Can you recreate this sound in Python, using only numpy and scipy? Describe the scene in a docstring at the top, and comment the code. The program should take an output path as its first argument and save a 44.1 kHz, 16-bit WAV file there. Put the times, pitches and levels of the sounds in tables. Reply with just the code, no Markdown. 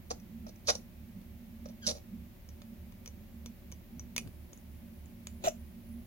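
"""A quiet room, close to a small wooden nest box in which a hamster hiccups.
Each hiccup is a wet rasp through the nose plus a throat puff that rings the box; two carry a short
voiced squeak. In between, films of saliva click in its mouth. Behind it a machine hums and throbs
over soft hiss. Late on, a hand tilts the camera: a low rumble, then the hiccups change colour and
a faint whine joins."""
import sys
import numpy as np
from scipy import signal
from scipy.fft import rfft, irfft
from scipy.io import wavfile
from scipy.ndimage import uniform_filter1d

SR = 44100
rng = np.random.default_rng(int(sys.argv[2]) if len(sys.argv) > 2 else 0)


def transcribe(u):
    """Save the signal u as a 16-bit wav file named by the first command-line argument.

    u: samples, shape (n,) or (channels, n), limited to [-1, 1]; the rate is SR.
    q: integer samples, one column per channel.
    """
    v = np.clip(np.atleast_2d(u).T, -1, 1)
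    q = np.round(v * 32767).astype(np.int16)
    wavfile.write(sys.argv[1], SR, q)


N = 267378
TIME = np.arange(N) / SR
TILT_S = 4.25  # the microphones tilt from straight above the box to one side
ATTACK_S = .003  # onset of a burst of air
# how far the right microphone trails the left for sounds from the box: f/Hz, lag/rad
RIGHT_LAG = [(200, .1), (470, 0.6), (690, 1.56), (820, 2.7), (1050, 2.13), (1300, 2.63), (1800, 1.71),
             (2400, 4.6), (2900, 4.6), (3400, 3.76), (4500, 4.43), (6000, 3.6), (7000, 7.1), (9500, 10.8),
             (15000, 3.5)]


def amp(db):
    """Decibels to gain."""
    return 10 ** (np.asarray(db) / 20)


def unit(x):
    """Scales to rms 1."""
    return x / np.sqrt(np.mean(x ** 2) + 1e-20)


def running_rms(x, size):
    """Level follower over both channels, size samples long."""
    return np.sqrt(abs(uniform_filter1d((x ** 2).mean(0), size=size)) + 1e-20)


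def at_hz(points, hz):
    """Reads each column of a table along a log-frequency axis."""
    f, *columns = np.transpose(points)
    return np.array([np.interp(np.log(hz + 1), np.log(f + 1), c) for c in columns])


def automation(points, outside=None):
    """Joins (time, value) points into a curve as long as the scene."""
    return np.interp(TIME, *np.transpose(points), left=outside, right=outside)


def add(mix, start_s, sound):
    """Mixes in a stereo sound."""
    part = mix[:, round(start_s * SR):][:, :sound.shape[1]]
    part += sound[:, :part.shape[1]]


def wander(n, hz):
    """Random drift of rms 1, rolling off above hz."""
    return unit(irfft(rfft(rng.standard_normal(n)) / (1 + (np.fft.rfftfreq(n, 1 / SR) / hz) ** 4), n))


def correlate(a, b, likeness):
    """Blends two independent noises into a stereo pair."""
    return np.array([a, likeness * a + np.sqrt(1 - likeness ** 2) * b])


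def ring(x, hz, width_hz):
    """A two-pole resonance."""
    r = np.exp(-np.pi * width_hz / SR)
    return signal.lfilter([1, 0, -1], [1, -2 * r * np.cos(2 * np.pi * hz / SR), r * r], x)


def air(level_db=-54.5):
    """A bed of room air and microphone hiss, centred in the lows and wide on top."""
    # colour of the bed: f/Hz, left/dB, right/dB
    colour = [(18, -37, -20), (31.5, -8.5, -13.5), (55.7, -7, -9.5), (98, -5, -4.5), (128, -15.5, -9),
              (272, -25, -12.5), (360, -13.5, -23), (448, -32, -30), (582, -19, -21), (669, -28.5, -26.5),
              (1310, -35, -35), (2160, -33, -30.5), (3400, -37.5, -36), (7240, -40, -45), (8030, -44, -50),
              (13300, -34.5, -33)]
    # stereo image: f/Hz, left-right correlation
    likeness = [(30, 0.78), (250, 0.82), (600, 0.47), (1500, 0.055), (5000, 0.018), (16000, 0.025)]
    hz = np.fft.rfftfreq(N, 1 / SR)
    spectrum = correlate(*rfft(rng.standard_normal((2, N))), at_hz(likeness, hz)[0])
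    return amp(level_db) * unit(irfft(spectrum * amp(at_hz(colour, hz)), N))


def whine(level_db=-76.0, width_hz=280, flicker_db=3):
    """A thin, flickering band of treble that enters at the tilt."""
    # centre of the band: t/s, f/Hz
    pitch = [(4.3, 10050), (4.9, 10200), (5.3, 10350), (5.45, 10200), (5.56, 10600), (5.7, 10300),
             (6.06, 10350)]
    carrier = np.sin(2 * np.pi * np.cumsum(automation(pitch)) / SR)
    flicker = amp(flicker_db * wander(N, 7.9))
    spread = np.array([wander(N, width_hz), wander(N, width_hz)])
    fade_in = np.clip((TIME - TILT_S) / 0.054, 0, 1)
    return amp(level_db) * unit(carrier * flicker * spread) * fade_in


def motor_tone(hz, drift_hz):
    """A sine of rms 1 whose pitch wavers."""
    return np.sqrt(2) * np.sin(2 * np.pi * np.cumsum(hz + drift_hz * wander(N, 4.07)) / SR)


def throbbing_hum(hz=72, first_throb_s=.11, throb_db=6, rise_db_per_s=0.57):
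    """Two close hums beat; their sum pumps with each beat and slowly grows louder."""
    # gap between the hums, which is the rate of the throb: t/s, f/Hz
    beat_rate = [(0, 3.32), (3.95, 3.32), (4.3, 2.4), (4.65, 3.3), (6.06, 3.3)]
    beats = np.cumsum(automation(beat_rate)) / SR
    beats -= np.interp(first_throb_s, TIME, beats)
    turns = hz * TIME + rng.random()
    lower = amp(-63.0) * np.sin(2 * np.pi * turns)
    upper = amp(-62.5) * np.sin(2 * np.pi * (turns + beats))
    pump_db = throb_db * np.cos(2 * np.pi * beats)
    return np.sqrt(2) * (lower + upper) * amp(pump_db + rise_db_per_s * TIME)


def machine(line_hz=231.5, overtone_hz=376.8):
    """A distant motor: hum, low tones and a rough drone to the right, one overtone to the left."""
    # steady tones of the motor: f/Hz, level/dB
    tones = [(36, -62.5), (90, -70.5), (108, -66), (180, -68)]
    # colour of the drone's noise: f/Hz, level/dB
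    colour = [(110, -63), (150, -17.5), (183, -1.5), (200, -2.5), (232, 1), (250, -12), (275, -27),
              (400, -34)]
    # swells and dips of the drone: t/s, level/dB
    swells = [(0.0, -55), (0.46, -45.5), (0.54, -58.5), (0.79, -49), (0.83, -59), (1.15, -52),
              (1.18, -43.5), (1.27, -54.5), (1.74, -48), (1.77, -59.5), (1.87, -43.5), (2.02, -67),
              (2.14, -41), (2.41, -66), (2.73, -49.5), (2.77, -57.5), (3.51, -50), (3.61, -69),
              (3.68, -49.5), (3.83, -59), (3.98, -43), (4.0, -56.5), (4.27, -49.5), (4.3, -62),
              (4.93, -51.5), (5.01, -67), (5.08, -51), (5.87, -52), (5.99, -44.5), (6.06, -62)]
    hz = np.fft.rfftfreq(N, 1 / SR)
    hum = throbbing_hum() + sum(amp(db) * motor_tone(f, drift_hz=0.22) for f, db in tones)
    shape = amp(at_hz(colour, hz)[0]) / (1 + (hz / 500) ** 4)
    rough = unit(irfft(rfft(rng.standard_normal(N)) * shape, N))
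    line = motor_tone(line_hz, drift_hz=4.0)
    drone = amp(automation(swells)) * (amp(-2.5) * rough + amp(-6.0) * line)
    overtone = amp(-76.0) * motor_tone(overtone_hz, drift_hz=2.75)
    return (hum + drone) * amp([[-1.8], [1.5]]) + overtone * amp([[2.1], [-2.1]])


def handling():
    """A soft rumble through the camera body as the hand turns it."""
    # the hand shifts its grip: t/s, level/dB
    grip = [(3.6, -84), (4.03, -54.5), (4.15, -62), (4.27, -45), (4.45, -110)]
    noise = correlate(*rng.standard_normal((2, N)), likeness=0.63)
    rumble = ring(ring(noise, hz=60, width_hz=81), hz=90, width_hz=230)
    return unit(rumble) * amp(automation(grip, outside=-np.inf))


def room(x, wet_db=-12.5, echoes_per_s=4000, size=22000):
    """Scattered reflections from the walls, each band dying at its own speed."""
    # reverb time: f/Hz, t60/s
    decay = [(200, 0.19), (600, 0.19), (2000, 0.2), (6000, 0.18), (10000, 0.25), (16000, 0.12)]
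    # colour of the tail: f/Hz, level/dB
    colour = [(300, 8.0), (700, -6), (2500, -6.0), (6000, -6.0), (9000, -2.5), (15000, -4.0)]
    echoes = rng.standard_normal((2, size)) * (rng.random((2, size)) < echoes_per_s / SR)
    echoes *= np.clip((TIME[:size] - .004) / 0.0011, 0, 1)  # pre-delay
    hz, t, bands = signal.stft(echoes, SR, nperseg=256)
    tail_db = at_hz(colour, hz).T - 60 * t / at_hz(decay, hz).T
    tail = signal.istft(bands * amp(tail_db), SR, nperseg=256)[1]
    return amp(wet_db) * signal.fftconvolve(x, tail / np.linalg.norm(tail[0]), axes=1)[:, :N]


def in_box(x, colour, bright_db=0.0, shelf_hz=850, size=4096):
    """Carries a source to both microphones: a broad colour with the box's resonances on top."""
    # standing waves of the box: f/Hz, width/Hz, lift/dB
    modes = [(466, 35, 8), (572, 45, 8), (1280, 70, 6), (1912, 60, 5), (2500, 70, 7), (3985, 80, 4),
             (4300, 70, 6), (4970, 70, 6), (5770, 70, 8), (6070, 100, 6)]
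    hz = abs(np.fft.fftfreq(size, 1 / SR))
    db = at_hz(colour, hz) + sum(lift / (1 + (2 * (hz - f) / width) ** 2) for f, width, lift in modes)
    db += bright_db * hz ** 6 / (hz ** 6 + shelf_hz ** 6)
    response = np.exp(signal.hilbert(np.log(amp(db))).conj())[:, :size // 2 + 1]  # minimum phase
    response[1] *= np.exp(-1j * at_hz(RIGHT_LAG, hz[:size // 2 + 1])[0])
    taps = np.roll(irfft(response), size // 256, axis=1)[:, :size // 2]
    return signal.fftconvolve(x[None], taps / np.sqrt(np.sum(taps ** 2) / 2), axes=1)


def click(start_s, db, hz, knock_re_db, snap_re_db, spray_s=0.002, crackle_s=0.014, snap_s=0.011):
    """A film of saliva bursts into spray and crackle; the mouth rings high and the box answers."""
    # colours of the hollow knock, the box's thud and the top snap: f/Hz, left/dB, right/dB
    knock_colour = [(300, -28, -38), (930, -50, -17), (1850, -32.5, -10), (2235, -8.5, 5), (2920, -13, -6),
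                    (2870, -11.5, 5), (3250, -17, -9.5), (3360, -11, -3.5), (4050, -13, -11),
                    (4500, -11.5, -1.5), (5340, -24, -15.5), (8000, -46, -37)]
    thud_colour = [(150, -24, -7), (433, -1, -4), (700, -9, -1.5), (1000, 1, -5), (1410, -8.5, -6),
                   (2330, -9, 4), (4130, -24.5, -38)]
    snap_colour = [(2020, -54, -54), (7000, -4, -63), (9740, 5.5, -8), (10000, 2, -14), (13000, -2, -8),
                   (15500, 4, -4)]
    mouth_colour = [(2990, 0.016, 1.5), (9000, 0, -5.0)]
    t = TIME[:1500]
    spray, grains = rng.standard_normal((2, len(t)))
    burst = spray * np.exp(-t / spray_s) + 0.12 * unit(grains ** 3) * np.exp(-t / crackle_s)
    burst[0] = 5.5  # the pop itself
    mouth_ring = ring(ring(burst, hz, width_hz=850), hz, width_hz=1440)
    knock_db = db + knock_re_db
    thud_db = -47.5 + 0.5 * (knock_db + 45.5)  # grows half as fast as the knock
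    layers = [(mouth_ring, mouth_colour, db - 6.5),
              (burst, knock_colour, knock_db - 2.5),
              (burst, thud_colour, thud_db - 2.5),
              (burst * np.exp(-t / snap_s), snap_colour, knock_db + snap_re_db + 8.5)]
    sound = 0
    for drive, colour, peak_db in layers:
        layer = in_box(drive, colour)
        sound += amp(peak_db) * layer / running_rms(layer, size=88).max()
    return start_s, sound


def saliva_pops(start_s, length_s, nose_db, swell_db, gap_s=.0105, scatter_db=2.0, early_s=.0004):
    """Saliva pops behind closed lips as a hiccup opens, then at uneven gaps while it lasts."""
    late, strength = rng.standard_normal((2, int(length_s / gap_s) + 1))
    offsets_s = gap_s * (np.arange(len(late)) + .12 * late)
    offsets_s[0] = 0
    progress = offsets_s / length_s
    follow_db = swell_db * (progress + 0.21 * (progress - .5))  # a little steeper than the rasp
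    levels = nose_db + 2.5 + follow_db + scatter_db * strength
    return [click(start_s - early_s + offset, db, hz=5720, knock_re_db=-17, snap_re_db=-22)
            for offset, db in zip(offsets_s, levels)]


def squeak(start_s, length_s, first_hz, last_hz, db, fall_db, rough_db=2.5, harmonics=4):
    """The vocal folds give a brief falling tone under one arch of effort, rough in its overtones."""
    t = np.arange(0, length_s, 1 / SR)
    hz = first_hz + (last_hz - first_hz) * t / length_s
    jitter = np.interp(db, [-45, -22], [.04, .008])  # a weak voice is less steady
    phase = 2 * np.pi * np.cumsum(hz * (1 + jitter * wander(len(t), 400))) / SR
    voice = 0
    for k in range(harmonics):
        lag = np.array([[0], [1]]) * at_hz(RIGHT_LAG, (k + 1) * hz.mean())[0]
        harmonic_db = db - k * fall_db + rough_db * np.sqrt(k) * wander(len(t), 300)
        voice += amp(harmonic_db) * np.sin((k + 1) * phase - lag)
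    effort = abs(np.sin(np.pi * t / length_s)) ** 2.3
    return start_s, np.sqrt(2) * voice * effort


def airflow(n, colour, bright_db=0.0, size=260):
    """Turbulent noise as it sounds in the box, levelled to rms 1."""
    noise = in_box(rng.standard_normal(n + 2 * size), colour, bright_db)
    return (noise / running_rms(noise, size))[:, size:size + n]


def gust(t, length_s, db, swell_db, release_s, leak_db=-18, floor_db=-45):
    """Envelope of a burst of air: faint leak, quick attack, a hold that swells or sags, release."""
    leak_s = 0.83 * length_s
    times = [-ATTACK_S - leak_s, -ATTACK_S, 0, length_s, length_s + release_s]
    levels = [floor_db, leak_db, 0, swell_db, swell_db + floor_db]
    return amp(db + np.interp(t, times, levels, left=-np.inf, right=-np.inf))


def hiccup(start_s, length_s, nose_db, nose_swell_db, delay_s, throat_db, throat_swell_db,
           flutter_hz=330, flutter_db=3.5, uneven_db=2.0, rasp_release_s=.034):
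    """Air forced through a wet nose flutters unevenly; a puff from the throat rings the box."""
    # nasal rasp from above the box, then from the side: f/Hz, left/dB, right/dB
    rasp_colours = [
        [(1480, -28, -27.5), (2800, -27.5, -20), (3740, -8.5, -9), (4530, -10, -7), (5960, -17, -3),
         (6700, -8, -18), (7350, -12, -6.5), (7100, -10, -11), (8450, -31, -41), (9500, -10.5, -55),
         (8940, -7.5, -37), (10330, -19, -16), (12900, -31, -45), (15500, -27, -28)],
        [(1520, -20.5, -5), (2780, -18.5, -1), (4230, -33, -20), (5800, -23, -10), (6700, 11.5, -3),
         (7230, -4.5, -28), (7660, 1.5, -32), (7950, -28, -40), (9800, -9.5, -33), (12500, -15, -40),
         (15500, -7.5, -34)],
    ]
    # throat puff from the same two angles: f/Hz, left/dB, right/dB
    puff_colours = [
        [(156, -40.5, -28), (346, -17.5, -16), (506, -1.5, -15.5), (566, -8, 0.5), (810, 1, -2.5),
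         (990, -10, -8), (1280, -6.5, -1.5), (1680, -16, -12.5), (2400, -32, -13), (3000, -28, -17.5),
         (5000, -8, -27), (8000, -40, -74.5)],
        [(152, -32, -5.5), (373, 8, -17), (490, -7, -4.5), (730, 3.5, 7), (1030, -11, -5), (1470, -1, -4.5),
         (1810, -19, -18), (2480, -11, -3.5), (3830, -12, 0.5), (5100, -22, -13), (8200, -57, -57)],
    ]
    angle = int(start_s > TILT_S)
    t = np.arange(-length_s - ATTACK_S, length_s + rasp_release_s, 1 / SR)
    n = len(t)
    turns = np.cumsum(flutter_hz * (1 + 0.3 * wander(n, 200))) / SR
    flutter = unit(amp(flutter_db * np.cos(2 * np.pi * turns) + uneven_db * wander(n, 200)))
    rasp = airflow(n, rasp_colours[angle]) * flutter
    rasp *= gust(t, length_s, nose_db - 2.5, nose_swell_db, rasp_release_s)
    puff = airflow(n, puff_colours[angle], bright_db=0.9 * (throat_db + 25.5))  # harder is brighter
    puff *= gust(t - delay_s, max(length_s - delay_s, 0), throat_db, throat_swell_db, release_s=.022)
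    return start_s + t[0], rasp + puff


def scene(click_send_db=-2.0, squeak_send_db=-5.0):
    """The hamster in its box over the background; clicks and squeaks stir the room less."""
    # wet mouth clicks: t/s, level/dB, ring f/Hz, relative knock level/dB
    click_cues = [(0.1995, -52, 5900, -20), (0.5594, -52.5, 5800, -23), (1.2153, -66.5, 5800, 7),
                  (2.4892, -44.5, 5900, -13), (2.6182, -54, 6300, 4.5), (2.9225, -58, 6200, 3),
                  (3.0594, -39.5, 5840, -3.5), (3.076, -36, 6070, -9.5), (3.46, -38.5, 6070, -3.5),
                  (3.717, -45.5, 6200, -0.5), (3.7228, -39, 5870, -9), (3.995, -33.5, 6000, -15.5),
                  (4.1633, -25.5, 6200, -3.5), (4.1795, -25.5, 5700, 1), (4.187, -39.5, 6150, 2),
                  (4.2747, -58, 6800, 8.5), (4.531, -43, 6600, -8), (4.5746, -48.5, 6800, -15),
                  (5.058, -51.5, 6900, -15), (5.2701, -33, 6800, -5.5), (5.4397, -35.5, 6230, -5)]
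    # voiced squeaks: t/s, length/s, first f/Hz, last f/Hz, level/dB, fall per harmonic/dB
    squeak_cues = [(1.808, .074, 1690, 1364, -52, 3), (5.463, 0.0323, 777, 552, -22.5, 23)]
    # hiccups: t/s, length/s, rasp level/dB, rasp swell/dB, puff delay/s, puff level/dB, puff swell/dB
    hiccup_cues = [(0.1057, 0.0087, -36.5, 0, 0.0024, -35, 2.5), (.4675, 0.0043, -53.5, -6, 0, -44.5, -3),
                   (0.482, .013, -57, 3.5, 0.0087, -56.5, 5), (0.672, 0.032, -34, 13, 0.013, -27, 1.5),
                   (.7535, 0.0032, -33, -7.5, 0.001, -41, -4),
                   (1.657, 0.0058, -52.5, -4, 0.00045, -44.5, 1),
                   (1.687, .014, -57.5, -7, 0.0072, -56, 4.5),
                   (1.867, 0.049, -26, -10.5, 0.012, -36.5, -3.5),
                   (1.95, 0.034, -52.5, -5, 0.0032, -49.5, -7), (5.441, .046, -39, 4.5, 0, -33, -13)]
    background = machine() + air() + whine() + handling()
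    hiccups, squeaks, clicks = np.zeros((3, 2, N))
    for cue in click_cues:
        add(clicks, *click(*cue, snap_re_db=-11))
    for cue in squeak_cues:
        add(squeaks, *squeak(*cue))
    for cue in hiccup_cues:
        add(hiccups, *hiccup(*cue))
        for pop in saliva_pops(*cue[:4]):
            add(clicks, *pop)
    reverb = room(hiccups + amp(squeak_send_db) * squeaks + amp(click_send_db) * clicks)
    return background + reverb + clicks + squeaks + hiccups


def record(dry):
    """A steep low-pass trims the very top."""
    lowpass = signal.firwin(511, cutoff=16050, window=("kaiser", 9), fs=SR)
    return signal.oaconvolve(dry, lowpass[None], "same")


dry = scene()
out = record(dry)
transcribe(out)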